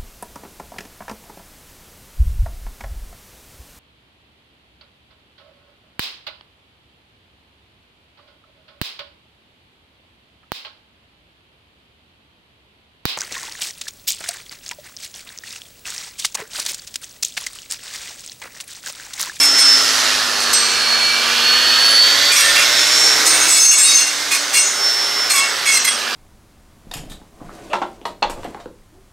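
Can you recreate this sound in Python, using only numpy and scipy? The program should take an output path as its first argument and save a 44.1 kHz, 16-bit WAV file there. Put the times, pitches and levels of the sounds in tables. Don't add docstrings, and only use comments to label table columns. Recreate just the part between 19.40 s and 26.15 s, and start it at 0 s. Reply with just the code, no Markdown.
import sys
import numpy as np
from scipy import signal
from scipy.fft import rfft, irfft
from scipy.io import wavfile
from scipy.ndimage import uniform_filter1d, minimum_filter1d

SR = 44100
rng = np.random.default_rng(int(sys.argv[2]) if len(sys.argv) > 2 else 0)


def dump_mix(stems):
    frames = np.atleast_2d(stems).T
    limited = np.clip(frames, -1, 1)
    pcm = np.round(limited * 32767).astype(np.int16)
    wavfile.write(sys.argv[1], SR, pcm)


N = 297660
T = np.arange(N) / SR
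GEAR_RATIO, TEETH, NOMINAL_HZ = 29 / 12, 20, 280

# (time [s], rotation [Hz])
MOTOR_SPEED = [(0, 281.7), (1.3, 233.6), (1.5, 230.8), (1.75, 232.2), (2.04, 241.6), (2.41, 260.3),
               (2.92, 290.9), (2.99, 277), (3.2, 290.4), (3.53, 306.8), (3.8, 312.6), (4.1, 317.6),
               (4.4, 309), (4.62, 298.8), (5.2, 291.8), (5.89, 290.9), (6.01, 267.2), (6.25, 277.3),
               (6.39, 251.3), (6.75, 236.1)]
# (frequency [Hz], left minus right [dB])
BALANCE = [(60, 0), (130, -1), (260, -1), (500, -4), (1300, -5), (2400, -4), (4400, -3), (8000, 0),
           (15000, -0.3)]
# (frequency [Hz], coherence [0..1])
COHERENCE = [(60, 0.99), (130, 1), (290, 0.97), (640, 0.89), (1410, 0.99), (3100, 0.87), (6820, 0.91),
             (15000, 0.93)]
# (time [s], level [dB], hiss [dB], top [dB])
RUSH_LEVELS = [(0, -35, -1, 3), (.25, -32.5, 2.5, 5.5), (.55, -30.5, 1, 4.5), (.75, -32.5, 4.5, 4),
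               (.9, -32, -1, 0.5), (1.2, -32.5, 2.7, 3.5), (1.65, -33.5, 3, 3), (2.1, -33, 5, 2.5),
               (2.9, -32.5, 3.5, 4), (3.3, -32, 4, 4), (3.6, -33, 2.5, 8.5), (3.8, -29.5, -1, 1.5),
               (4.07, -30.5, -2.5, 2.5), (4.22, -37.5, -4, 12.5), (4.75, -37, .5, 3.5),
               (5.3, -36, -1.5, 2.5), (6.1, -34.5, -0.5, -1), (6.75, -35.5, -.5, -1.5)]
# (frequency [Hz], relative density [dB])
RUSH_SPECTRUM = [(30, -33), (100, -3), (180, -11.5), (260, -3), (450, 3.5), (1000, 7), (1400, 11.5),
                 (2000, 8.5), (2350, 8), (2900, 8), (3500, 7), (4700, 10.5), (6000, 7.5), (7500, 1),
                 (11500, -7.5), (16000, -17.5)]
# (centre [Hz], width [Hz], gain [dB])
RUSH_HUMPS = [(240, 22, 5.5), (1510, 100, 1.5), (1990, 104, 3.5), (2520, 160, -1.5), (3630, 110, 1.5),
              (12800, 850, 1.5)]
# (frequency [Hz], relative density [dB])
HISS_SPECTRUM = [(11000, -30), (12400, -5), (13000, 3), (14000, -1), (16000, -12)]
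# (time [s], motor order 1 [dB], motor order 2 [dB], gear [dB])
DRIVE_LEVELS = [(0, -38, -56, -39), (.9, -42.5, -54, -46), (1.2, -41.5, -39, -39),
                (1.45, -44.5, -45, -42.5), (2, -41.5, -42, -29.5), (3.1, -44.5, -36.5, -27),
                (3.55, -42.5, -38.5, -30.5), (4.05, -36, -62, -32.5), (4.25, -47, -55, -37),
                (5.05, -44, -44, -41.5), (5.35, -57, -47, -40.5), (6.75, -44.5, -46, -40)]
# (multiple of blade speed, relative level [dB])
GEAR_ORDERS = [(1, -26), (4, -23), (6, -28), (9, -12), (12, -7), (15, -2.5), (17, -8), (27, -5), (28, -0.5),
               (29, -3), (30, -0.5), (31, -7.5), (32, -2), (33, -11), (34, -1.5), (36, -12)]
# (multiple of motor speed, level re rush [dB])
SHAFT_ORDERS = [(1.37, -19), (1.655, -18.5), (2.48, -17), (2.61, -21), (2.83, -42), (3, -16.5), (5, -7),
                (6.62, -8), (7.04, -8), (7.24, -6.5)]
# (order, resonance [Hz], width [Hz], peak re gear [dB], floor re gear [dB])
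RESONANT_ORDERS = [(10, 2310, 81, 10.5, -10), (10, 2910, 37, -6, -16), (40, 10680, 250, 0, -19)]
# (start [s], end [s], rasp [dB], grind re rasp [dB], ring feed gain [dB])
CUTS = [(0, .06, -19.5, -6.5, -0.5), (.183, .211, -17.5, -7, 1.5), (.997, 1.038, -26.5, -10, -1),
        (1.132, 1.136, -11, -19, 1), (2.92, 3.019, -13.5, -2.5, -2), (3.033, 3.12, -27.5, 2, -3),
        (3.154, 3.233, -22, 6, -3.5), (3.857, 3.896, -14.5, -18, 1), (3.9, 4.079, -26, -2, 0.5),
        (4.078, 4.283, -17.5, -10, 0.5), (4.31, 4.34, -14.5, -5, 2.5), (4.38, 4.442, -17, -7.5, 2),
        (4.448, 4.522, -21, -3, 2.5), (4.54, 4.612, -21, -7, 4), (4.656, 4.68, -28, -6, 4),
        (4.911, 4.964, -19.5, -2.5, -2.5), (5.134, 5.182, -16.5, -5, 2), (5.899, 5.994, -16, -4, -2),
        (6.258, 6.316, -20, 1.5, -0.5), (6.313, 6.369, -16.5, -6, 0), (6.37, 6.377, -14.5, -0.5, -5.5),
        (6.447, 6.454, -12, -5, -3), (6.47, 6.488, -17.5, 2.5, -1)]
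# (frequency [Hz], gain [dB])
RASP_SPECTRUM = [(300, -47), (1500, -38), (3000, -13), (5000, 0), (6500, 6), (7700, 4), (8500, 6),
                 (9700, -0.5), (11500, 1.5), (13000, -10), (16000, -10)]
# (frequency [Hz], gain [dB])
GRIND_SPECTRUM = [(100, -31), (700, -54), (1150, 6.5), (1600, 13), (2250, 11.5), (3400, -0.5), (5000, -2),
                  (9000, -52)]
# (frequency [Hz], relative level [dB], t60 [s])
DISC_MODES = [(1114, -12, 0.18), (2180, 0, 0.23), (2600, -7, 0.26), (2736, -0.5, 0.31), (3386, 0, 0.22),
              (3730, -42, .3), (4220, 2, 0.35), (4790, -5.5, 0.45), (5144, 1, 0.4), (5255, -2, 0.73),
              (5710, -3.5, 0.46), (6150, 3.5, 0.72), (6440, -26, .4), (6740, 0.5, 0.62), (7500, -18, 0.42),
              (7810, 0.5, 0.69), (7900, -30, .5), (8290, 2.5, 0.17), (8530, 2, 0.68), (8680, -2, 0.062),
              (9190, -2, 0.39), (10170, -12, 0.15), (10730, -7.5, 0.11), (11500, -23, .25),
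              (12400, -16.5, 0.18)]
# (start [s], end [s], nominal pitch [Hz], relative level [dB])
EDGE_TONES = [(.04, 0.334, 5326, -12.5), (1.09, 1.37, 4490, -19.5), (1.45, 1.51, 4490, -15.5),
              (1.66, 1.68, 4490, -15), (2.06, 2.21, 4490, -19), (2.288, 2.639, 4495, -12.5),
              (2.751, 2.922, 4505, -20), (3.329, 3.446, 5333, -21.5), (3.545, 3.637, 5333, -14.5),
              (5.419, 5.7, 4475, -36), (5.457, 5.814, 5333, -18)]
# (peak time [s], swell [s], pitch [Hz], peak level [dB])
SQUEAL_TONES = [(.217, .03, 8296, -21), (1.148, .016, 8170, -18.5), (2.928, .024, 2430, -17),
                (2.98, .02, 5750, -11), (3.098, .09, 1800, -16.5), (3.183, .025, 2720, -18),
                (4.026, .025, 6390, -15.5), (4.141, .045, 7770, -12), (4.22, .1, 5240, -17),
                (4.295, .1, 6320, -7), (4.33, .08, 5530, -18), (4.345, .12, 6594, -16),
                (4.37, .12, 7734, -16.5), (4.421, .032, 7500, -13), (4.444, .07, 8450, -11),
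                (4.45, .02, 9249, -13.5), (4.5, .06, 3785, -16), (4.52, .057, 4580, -18),
                (4.52, 0.053, 5270, -19), (4.558, .025, 6320, -9), (4.61, 0.18, 6300, -19.5),
                (4.92, .012, 2484, -20.5), (5.168, 0.017, 2204, -20), (5.183, .027, 4260, -21),
                (5.198, 0.026, 8080, -17.5), (5.271, .07, 6230, -20.5), (5.28, .12, 6780, -19.5),
                (5.927, 0.03353, 4242, -19.5), (5.989, .054, 1114, -21), (6.015, 0.0196, 2710, -20),
                (6.026, .073, 2211, -16.5), (6.286, .026, 2194, -16), (6.296, .028, 6690, -20),
                (6.484, 0.021, 8926, -18)]
# (start [s], end [s], level [dB])
DRONE_SPANS = [(3.597, 3.781, -37.5), (5.271, 5.8, -43)]


def amp(db):
    return 10 ** (np.asarray(db) / 20)


def unit_rms(x):
    return x / np.sqrt(np.mean(x ** 2) + 1e-20)


def track(rows, t=T):
    times, *columns = np.transpose(rows)
    return [np.interp(t, times, column) for column in columns]


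def at_hz(points, hz):
    knots_hz, values = np.transpose(points)
    return np.interp(np.log(hz + 1), np.log(knots_hz + 1), values)


def colour(x, spectrum_db):
    return irfft(rfft(x) * amp(at_hz(spectrum_db, np.fft.rfftfreq(N, 1 / SR))), N)


def wander(per_s):
    values = rng.standard_normal(8192)
    return unit_rms(np.interp(T * per_s, np.arange(len(values)), values))


def tone(hz):
    return np.sqrt(2) * np.sin(2 * np.pi * (np.cumsum(hz) / SR + rng.random()))


def gate(t, start, end, rise_s, fall_s):
    return np.clip((t - start) / rise_s + .5, 0, 1) * np.exp(-np.maximum(t - end, 0) / fall_s)


def swell(start, end, build_db_per_s, fade_db_per_s):
    return amp(-build_db_per_s * np.maximum(start - T, 0) - fade_db_per_s * np.maximum(T - end, 0))


def pan(x, left_db):
    return x * amp([[left_db / 2], [-left_db / 2]])


def spread(x):
    hz, _, bins = signal.stft(x, SR, nperseg=512)
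    coherence = at_hz(COHERENCE, hz)[:, None]
    scatter = bins * np.exp(2j * np.pi * rng.random(bins.shape)) * np.sqrt(1 - coherence)
    lean = amp(at_hz(BALANCE, hz) / 2)[:, None]
    sides = np.array([(bins + scatter) * lean, (bins - scatter) / lean])
    return signal.istft(sides, SR, nperseg=512)[1][:, :N]


def blade_rush(motor_hz, throb=.105):
    hz, t, noise = signal.stft(rng.standard_normal(N), SR, nperseg=1024, noverlap=768)
    body = (hz > 330) & (hz < 1050)
    hz = hz[:, None]
    level_db, hiss_db, top_db = track(RUSH_LEVELS, t)
    pace = track(MOTOR_SPEED, t)[0] / NOMINAL_HZ
    slide = pace ** .45
    humps_db = sum(db * np.exp(-.5 * ((hz / pace - f) / width) ** 2) for f, width, db in RUSH_HUMPS)
    shape = amp(at_hz(RUSH_SPECTRUM, hz / slide) + humps_db)
    shape /= np.sqrt((shape[body] ** 2).sum(0) / len(hz))
    beam_db = hiss_db * at_hz([(1100, 0), (1700, .45), (3000, .92), (4200, 1), (6200, 0)], hz)
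    beam_db += top_db * at_hz([(4200, 0), (6200, 1), (9000, 1), (15000, .039)], hz)
    beam_db -= 24 * np.log10(slide) * at_hz([(3000, 0), (7000, .3)], hz)
    patches = uniform_filter1d(rng.standard_normal(noise.shape), 10, axis=0)
    patches_db = unit_rms(uniform_filter1d(patches, 10, axis=1))
    bins = noise * shape * amp(level_db + beam_db + patches_db)
    air = signal.istft(bins, SR, nperseg=1024, noverlap=768)[1][:N]
    return spread(air * (1 + throb * tone(motor_hz / GEAR_RATIO)))


def fine_hiss(gear_db, peak_db=-37):
    hiss = unit_rms(colour(rng.standard_normal(N), HISS_SPECTRUM))
    return pan(amp(peak_db + .86 * (gear_db - gear_db.max())) * hiss, -.5)


def drive(motor_hz, flutter=.0012, rough=.39):
    first_db, second_db, gear_db = track(DRIVE_LEVELS)
    rush_db = track(RUSH_LEVELS)[0]
    hz = motor_hz * (1 + flutter * wander(50))
    motor = amp(first_db - 1) * tone(hz) + amp(second_db) * tone(2 * hz)
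    mesh = sum(amp(db) * tone(order * (hz / GEAR_RATIO + .202 * wander(200))) * (1 + rough * wander(60))
               for order, db in GEAR_ORDERS)
    shaft = sum(amp(db) * tone(order * hz + 3 * wander(30)) * (1 + rough * wander(25))
                for order, db in SHAFT_ORDERS)
    return pan(motor * (1 + .14 * wander(40)) + amp(gear_db) * mesh + amp(rush_db) * shaft, -4)


def motor_overtones(motor_hz, gear_db, flutter=.00213, rough=.23):
    out = np.zeros(N)
    for order, centre_hz, width_hz, peak_db, floor_db in RESONANT_ORDERS:
        hz = order * motor_hz
        gain = amp(floor_db) + amp(peak_db) / (1 + (2 * (hz - centre_hz) / width_hz) ** 2)
        out += gain * tone(hz * (1 + flutter * wander(150))) * (1 + rough * wander(100))
    return pan(amp(gear_db) * out, -4)


def tooth_pressure():
    contact, feed = np.zeros((2, N)), np.zeros((2, N))
    for start, end, rasp_db, grind_db, ring_db in CUTS:
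        near = slice(max(int((start - .02) * SR), 0), int((end + .15) * SR))
        push = amp([[rasp_db], [rasp_db + grind_db]]) * gate(T[near], start, end, .0093, .01)
        contact[:, near] = np.maximum(contact[:, near], push)
        feed[:, near] = np.maximum(feed[:, near], push * amp(ring_db))
    return contact, feed


def damped_disc(force, pitch_ratio, width_hz=110, direct=.45):
    pole = np.exp(-np.pi * width_hz / SR)
    warped_s = np.cumsum(pitch_ratio) / SR
    out = direct * force
    for hz, _, _ in DISC_MODES:
        carrier = np.exp(2j * np.pi * hz * warped_s)
        out += 2 * (carrier * signal.lfilter([1 - pole], [1, -pole], force * carrier.conj())).real
    return out


def sawing(motor_hz, rasp, grind, uneven=.15, tooth_set=.59, wobble=.14):
    turns = np.cumsum(motor_hz * (1 + .004 * wander(200))) / GEAR_RATIO / SR
    teeth = TEETH * turns
    size = np.exp(uneven * rng.standard_normal(N))[(teeth + .5).astype(int)]
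    size *= 1 + tooth_set * np.cos(np.pi * teeth)
    strikes = unit_rms(sum(np.cos(2 * np.pi * k * teeth) for k in range(1, 7)))
    tearing = unit_rms(rng.standard_normal(N) * np.exp(-(teeth % 1) / .7))
    force = size * (.5 * strikes + .84 * tearing) * (1 + wobble * np.sin(2 * np.pi * turns))
    steel = damped_disc(force, (motor_hz / NOMINAL_HZ) ** .15)
    bands = colour(steel, RASP_SPECTRUM), colour(steel, GRIND_SPECTRUM)
    high, low = (band / np.sqrt(uniform_filter1d(band ** 2, size=1500)) for band in bands)
    return spread((amp(-1.5) * rasp * high + amp(-1) * grind * low) * amp(wander(130)))


def splinters(rasp, per_s=170, gain_db=-13):
    snaps = rng.choice([-1, 1], N) * (rng.random(N) < per_s / SR)
    crack = rng.standard_normal(200) * np.exp(-np.arange(200) / 30)
    spray = colour(signal.oaconvolve(snaps, crack)[:N], [(500, -28), (1800, -1), (8000, -11), (15000, 1)])
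    return pan(amp(gain_db) * rasp * unit_rms(spray), -1)


def disc_ringing(motor_hz, rasp, feed, split_hz=3800, scrape_hz=28, build_s=.0093):
    pole = np.exp(-1 / (build_s * SR))
    high_db, low_db = 20 * np.log10(signal.lfilter([1 - pole], [1, -pole], feed) + 1e-9)
    touch = np.clip(rasp / amp(-16), 0, 1)
    stiffening = (motor_hz / NOMINAL_HZ) ** .17
    out = np.zeros((2, N))
    for hz, db, t60_s in DISC_MODES:
        decay_db = 60 * T / t60_s
        fed_db = low_db - 7 if hz < split_hz else high_db - 12
        held_db = np.maximum.accumulate(fed_db + 3.5 * wander(22) + decay_db) - decay_db
        ring = amp(held_db + db) * tone(hz * stiffening + scrape_hz * touch * wander(400))
        out += pan(ring * (1 + .38 * wander(90)), -.8 + 3 * rng.standard_normal())
    return out


def whistles(motor_hz, split_hz=5000, waver_hz=3.4, unsteady_db=2.5):
    notes = {}
    for start, end, hz, db in EDGE_TONES:
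        notes.setdefault(hz > split_hz, []).append((hz, amp(db) * swell(start, end, 90, 73)))
    stiffening = (motor_hz / NOMINAL_HZ) ** .185
    out = np.zeros(N)
    for rows in notes.values():
        pitches_hz, envelopes = zip(*rows)
        out += np.max(envelopes, 0) * tone(np.mean(pitches_hz) * stiffening + waver_hz * wander(250))
    return pan(amp(-1 + unsteady_db * wander(15)) * out * (1 + .045 * wander(120)), -1.6)


def hum(hz=72, level_db=-53.5, full_s=.43, end_s=4.074):
    return pan(amp(level_db) * swell(full_s, end_s, 10, 108) * tone(hz + .45 * wander(7.8)), -.4)


def squeals(swell_db=8, t60_s=.28, rough=.16, waver_hz=14):
    out, shake, waver = np.zeros((2, N)), wander(140), wander(260)
    for peak, swell_s, hz, db in SQUEAL_TONES:
        start = peak - swell_s
        near = slice(max(int((start - .03) * SR), 0), int((peak + .4) * SR))
        t = T[near]
        random_span = rng.integers(0, N - len(t)) + np.arange(len(t))
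        envelope_db = np.interp(t, [start, peak], [-swell_db, 0]) - 60 * np.maximum(t - peak, 0) / t60_s
        onset = gate(t, start, np.inf, .0045, 1)
        rub = gate(t, start, peak, .02, .15)
        note = (1 + rough * shake[random_span]) * tone(hz + waver_hz * rub * waver[random_span])
        out[:, near] += pan(amp(db + envelope_db) * onset * note, -.8 + 1.6 * rng.standard_normal())
    return out


def drone(motor_hz, nominal_pitch_hz=386, waver_hz=7, rough=.27):
    envelope = sum(amp(db) * swell(start, end, 59, 30) for start, end, db in DRONE_SPANS)
    hz = nominal_pitch_hz * motor_hz / NOMINAL_HZ + waver_hz * wander(50)
    return pan(envelope * tone(hz) * (1 + rough * wander(50)), -5)


def scene():
    motor_hz, gear_db = track(MOTOR_SPEED)[0], track(DRIVE_LEVELS)[2]
    (rasp, grind), feed = tooth_pressure()
    running = blade_rush(motor_hz) + fine_hiss(gear_db) + drive(motor_hz)
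    tones = motor_overtones(motor_hz, gear_db) + whistles(motor_hz) + drone(motor_hz) + hum()
    cutting = sawing(motor_hz, rasp, grind) + splinters(rasp)
    return running + tones + cutting + disc_ringing(motor_hz, rasp, feed) + squeals()


def record(dry, limit_db=-.1, recovery_db_per_s=90, cutoff_hz=15800):
    peak_db = 20 * np.log10(-minimum_filter1d(-abs(dry).max(0), size=100) + 1e-9)
    recovery_db = recovery_db_per_s * T
    held_db = np.maximum.accumulate(peak_db + recovery_db) - recovery_db
    limited = dry / amp(uniform_filter1d(np.maximum(held_db - limit_db, 0), size=100))
    lowpass = signal.firwin(511, cutoff_hz, window=("kaiser", 9), fs=SR)
    return signal.oaconvolve(limited, lowpass[None], "same")


dry = scene()
out = record(dry)
dump_mix(out)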